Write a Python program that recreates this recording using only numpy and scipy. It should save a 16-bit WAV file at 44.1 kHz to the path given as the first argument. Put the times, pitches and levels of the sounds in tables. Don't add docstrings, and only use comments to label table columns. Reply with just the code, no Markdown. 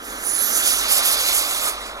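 import sys
import numpy as np
from scipy import signal
from scipy.fft import rfft, irfft
from scipy.io import wavfile
from scipy.ndimage import uniform_filter1d

SR = 44100
rng = np.random.default_rng(int(sys.argv[2]) if len(sys.argv) > 2 else 0)


def unload_wav(signal):
    wavfile.write(
        sys.argv[1],
        SR,
        np.round(np.clip(np.atleast_2d(signal).T, -1, 1) * 32767).astype(np.int16),
    )


N = 88200

TURN_S = (.45, 1.0)
FRAME, HOP = 512, 128

# (time [s], level [dB])
HISS = [(0, -29), (0.05, -17), (0.13, -14.5), (0.15, -18.5), (0.2, -15.5), (0.275, -3.5), (0.39, -5),
        (0.43, -0.3), (0.47, -2.3), (0.52, -1.5), (0.58, 5.5), (0.62, -3.1), (0.68, 5.7), (0.76, -1.9),
        (0.81, -3), (0.87, -10), (0.925, 5.1), (0.955, 2.5), (0.982, 4.6), (1.017, -10), (1.057, 5),
        (1.1, 1.3), (1.135, 2.8), (1.165, -7.8), (1.21, -1.3), (1.26, -3.9), (1.29, 0.2), (1.315, -4),
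        (1.34, 1), (1.38, 3.4), (1.44, -6.5), (1.52, -3.8), (1.61, -5.5), (1.655, -2), (1.695, -2.3),
        (1.72, -11), (1.775, -23), (1.83, -19), (1.845, -22), (1.87, -17.5), (1.93, -27.5), (2, -27.8)]
# (frequency [Hz], share [0-1])
HISS_BAND = [(4000, 0), (7000, .75), (9500, 1)]


def amp(db):
    return 10 ** (np.asarray(db) / 20)


def unit(x):
    return x / np.sqrt(np.mean(x ** 2) + 1e-20)


def curve(points, at):
    return np.interp(at, *np.transpose(points))


def spectrum(points, hz):
    table_hz, *columns = np.transpose(points)
    return [np.interp(np.log(hz + 1), np.log(table_hz), column) for column in columns]


def frames(x):
    hz, t, z = signal.stft(x, SR, nperseg=FRAME, noverlap=FRAME - HOP)
    return hz[:, None], t, z


def sound(z):
    return signal.istft(z, SR, nperseg=FRAME, noverlap=FRAME - HOP)[1][..., :N]


def noise():
    return rng.standard_normal(N) * np.sqrt(SR / 2)


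def narrow_noise(hz, width_hz):
    r = np.exp(-np.pi * width_hz / SR)
    z = rng.standard_normal(2 * N) + 1j * rng.standard_normal(2 * N)
    for _ in range(2):
        z = signal.lfilter([1 - r], [1, -r], z)
    z = z[N:]
    turns = np.cumsum(hz * np.ones(N)) / SR
    return unit((z * np.exp(2j * np.pi * turns)).real)


def wander(per_s):
    slow_enough = np.fft.rfftfreq(N, 1 / SR) < per_s
    return unit(irfft(rfft(rng.standard_normal(N)) * slow_enough, N))


def passing(table, hz, t):
    # (time [s], share [0-1])
    early_share = [(.15, .6), (.27, 0)]
    before, after = spectrum(table, hz)
    share = np.interp(t, TURN_S, [0, 1]) + curve(HISS_BAND, hz) * curve(early_share, t)
    return before + (after - before) * share


def background():
    # (frequency [Hz], level [dB per Hz])
    floor = [(15, -76), (35, -66.5), (65, -78), (100, -81.5), (160, -84.5), (1000, -90), (2700, -106),
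             (15000, -115)]
    rumble_hz, rumble_width_hz, rumble_db = 47.7, 6.2, -50.5
    same = 0.86
    gain = amp(spectrum(floor, np.fft.rfftfreq(N, 1 / SR))[0])
    left, other = irfft(rfft([noise(), noise()]) * gain, N)
    right = same * left + np.sqrt(1 - same ** 2) * other
    rumble = amp(rumble_db) * narrow_noise(rumble_hz, rumble_width_hz)
    return np.array([left, right]) + rumble


def airflow():
    # (frequency [Hz], approaching [dB per Hz], overhead [dB per Hz])
    air_colour = [(231, -65, -68), (450, -67, -66.5), (626, -66.5, -60.5), (930, -69, -63),
                  (1280, -58.5, -54.5), (1637, -60.5, -60.5), (2150, -67, -62.5), (2500, -67.5, -61),
                  (2950, -63, -60), (3610, -66.5, -56.7), (4000, -65.5, -57.5), (5400, -63.5, -59),
                  (6100, -56, -61), (6350, -58.5, -57.5), (7670, -61.5, -61), (8440, -63, -55.5),
                  (8450, -64.5, -52.5), (9200, -56.5, -56), (10840, -55.5, -55.5), (13800, -67.5, -63.5),
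                  (15900, -78, -70.5)]
    # (time [s], level [dB])
    roar_level = [(0, -7), (0.12, -1.5), (0.33, -0.5), (0.6, 2.8), (0.8, 0), (0.98, 1), (1.3, -1),
                  (1.6, -2.5), (1.67, 1.9), (1.76, -5.5), (2, -6)]
    # (time [s], level [dB])
    rush_level = [(0, -14.0), (0.13, -8), (0.22, -10), (0.3, -4), (0.48, 0), (0.61, 0.1), (0.67, 6),
                  (0.76, 0), (0.83, 2), (0.9, 2), (1.08, 0.5), (1.29, 1.5), (1.5, -3.5), (1.69, -4),
                  (1.73, -9.5), (1.9, -12.5), (1.96, -18.5), (2, -15)]
    # (frequency [Hz], share [0-1])
    roar_band = [(250, .4), (1300, 1), (3000, 0)]
    # (frequency [Hz], share [0-1])
    rush_band = [(1300, 0), (3000, 1), (4500, 1), (7000, .35), (9500, 0)]
    # (frequency [Hz], share [0-1])
    patch_band = [(600, .3), (4000, 1)]
    patch_db, flicker_db = 1.83, .5
    doppler_per_s, overhead_s = 0.046, 1.0

    hz, t, z = frames(noise())
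    patches = uniform_filter1d(rng.standard_normal(z.shape), size=7, axis=0)
    patches = unit(uniform_filter1d(patches, size=12, axis=1))
    flicker = unit(uniform_filter1d(rng.standard_normal(len(t)), size=3))
    emitted_hz = hz * np.exp(doppler_per_s * (t - overhead_s))

    db = passing(air_colour, emitted_hz, t)
    db = db + patch_db * curve(patch_band, hz) * patches
    db = db + curve(roar_band, hz) * curve(roar_level, t)
    db = db + curve(rush_band, hz) * curve(rush_level, t)
    db = db + curve(HISS_BAND, hz) * (curve(HISS, t) + flicker_db * flicker)
    return np.array([z, frames(noise())[2]]) * amp(db)


def whistle():
    # (time [s], frequency [Hz])
    whistle_pitch = [(.1, 8200), (.2, 8900), (.26, 9500), (.33, 10200), (.42, 11150), (.48, 11950),
                     (.59, 13000), (.75, 12680), (1.05, 12630), (1.18, 12700), (1.33, 12600), (1.8, 12570)]
    # (time [s], level [dB])
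    whistle_level = [(.19, -37), (.27, -16), (.41, -14.5), (.5, -21.5), (.57, -33), (.7, -35), (.8, -31),
                     (.95, -29), (1.25, -25), (1.4, -30), (1.65, -30.5), (1.78, -42)]
    climb_skirt, hold_skirt = .8, .25
    skirt_width_hz = 600
    waver_hz, waver_per_s, flutter_db = 55, 60, 2.5

    t = np.arange(N) / SR
    hz = curve(whistle_pitch, t)
    skirt = np.interp(t, TURN_S, [climb_skirt, hold_skirt])
    turns = np.cumsum(hz + waver_hz * wander(waver_per_s)) / SR
    core = unit(np.sin(2 * np.pi * turns) * amp(flutter_db * wander(waver_per_s)))
    tone = np.sqrt(1 - skirt) * core + np.sqrt(skirt) * narrow_noise(hz, skirt_width_hz)
    return tone * amp(curve(whistle_level, t) + curve(HISS, t))


def plane():
    # (frequency [Hz], approaching [dB], overhead [dB])
    shade = [(200, 0.4, 0.5), (900, -1, -1.7), (1400, -4, -3), (1800, -6.5, -6), (2150, -2, -1),
             (2450, 1, 1), (2650, 0, 0.2), (3000, -0.2, -0.1), (3700, -3, -4), (5400, -8.5, -7),
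             (6200, -6, -4), (7000, -8.5, -4), (7700, -4, -1), (8200, 0, -2), (8550, -0.3, -4),
             (9000, -6, -7), (9800, -13, -13), (11000, -19, -17), (12000, -14, -20), (12650, -15, -13.5),
             (13500, -27, -22), (15000, -29, -25)]
    # (frequency [Hz], likeness [0-1])
    likeness = [(200, .99), (1400, .98), (1950, .86), (2250, .85), (2450, .96), (2600, .9995),
                (3000, .9995), (3200, .95), (3600, .87), (5400, .8), (6200, .9), (7600, .8), (8150, .96),
                (8500, .96), (8900, .85), (10200, .82), (11000, .65), (12650, .75), (14000, .3)]
    # (time [s], lag [ms])
    lag_ms = [(0, .189), (.25, .183), (.42, .187), (.7, .181), (.95, .174), (1.1, .179), (1.25, .174),
              (1.6, .172), (2, .165)]
    # (frequency [Hz], approaching [radians], overhead [radians])
    bend = [(200, 0, 0), (1300, -.4, -.25), (1750, -.15, -.2), (2150, .65, .7), (2550, -.08, 0),
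            (3000, .1, -.02), (4000, -.3, 0), (5800, .5, .55), (7600, 1.1, .7), (8100, .05, .1),
            (8600, .5, 0), (9100, -.4, 0), (10500, .1, .3), (12500, 1.1, 1.6)]
    low_cut_hz = 232

    hz, t, tone = frames(whistle())
    air, other = airflow()
    same = np.clip(spectrum(likeness, hz)[0], 0, 1)
    left_air = same * air + np.sqrt(1 - same ** 2) * other
    left = (left_air + tone) * amp(passing(shade, hz, t))
    lag_phase = 2 * np.pi * hz * curve(lag_ms, t) / 1000
    left = left * np.exp(1j * (passing(bend, hz, t) - lag_phase))
    right = air + tone
    low_cut = signal.butter(6, low_cut_hz, "high", fs=SR, output="sos")
    return signal.sosfilt(low_cut, sound(np.array([left, right])))


def scene():
    return plane() + background()


def record(dry):
    knee, ceiling = .55, .85
    edge_hz = 16000
    room = ceiling - knee
    under = np.clip(dry, -knee, knee)
    rounded = under + room * np.tanh((dry - under) / room)
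    low_pass = signal.firwin(511, edge_hz, window=("kaiser", 9), fs=SR)
    return signal.oaconvolve(rounded, low_pass[None], "same")


dry = scene()
out = record(dry)
unload_wav(out)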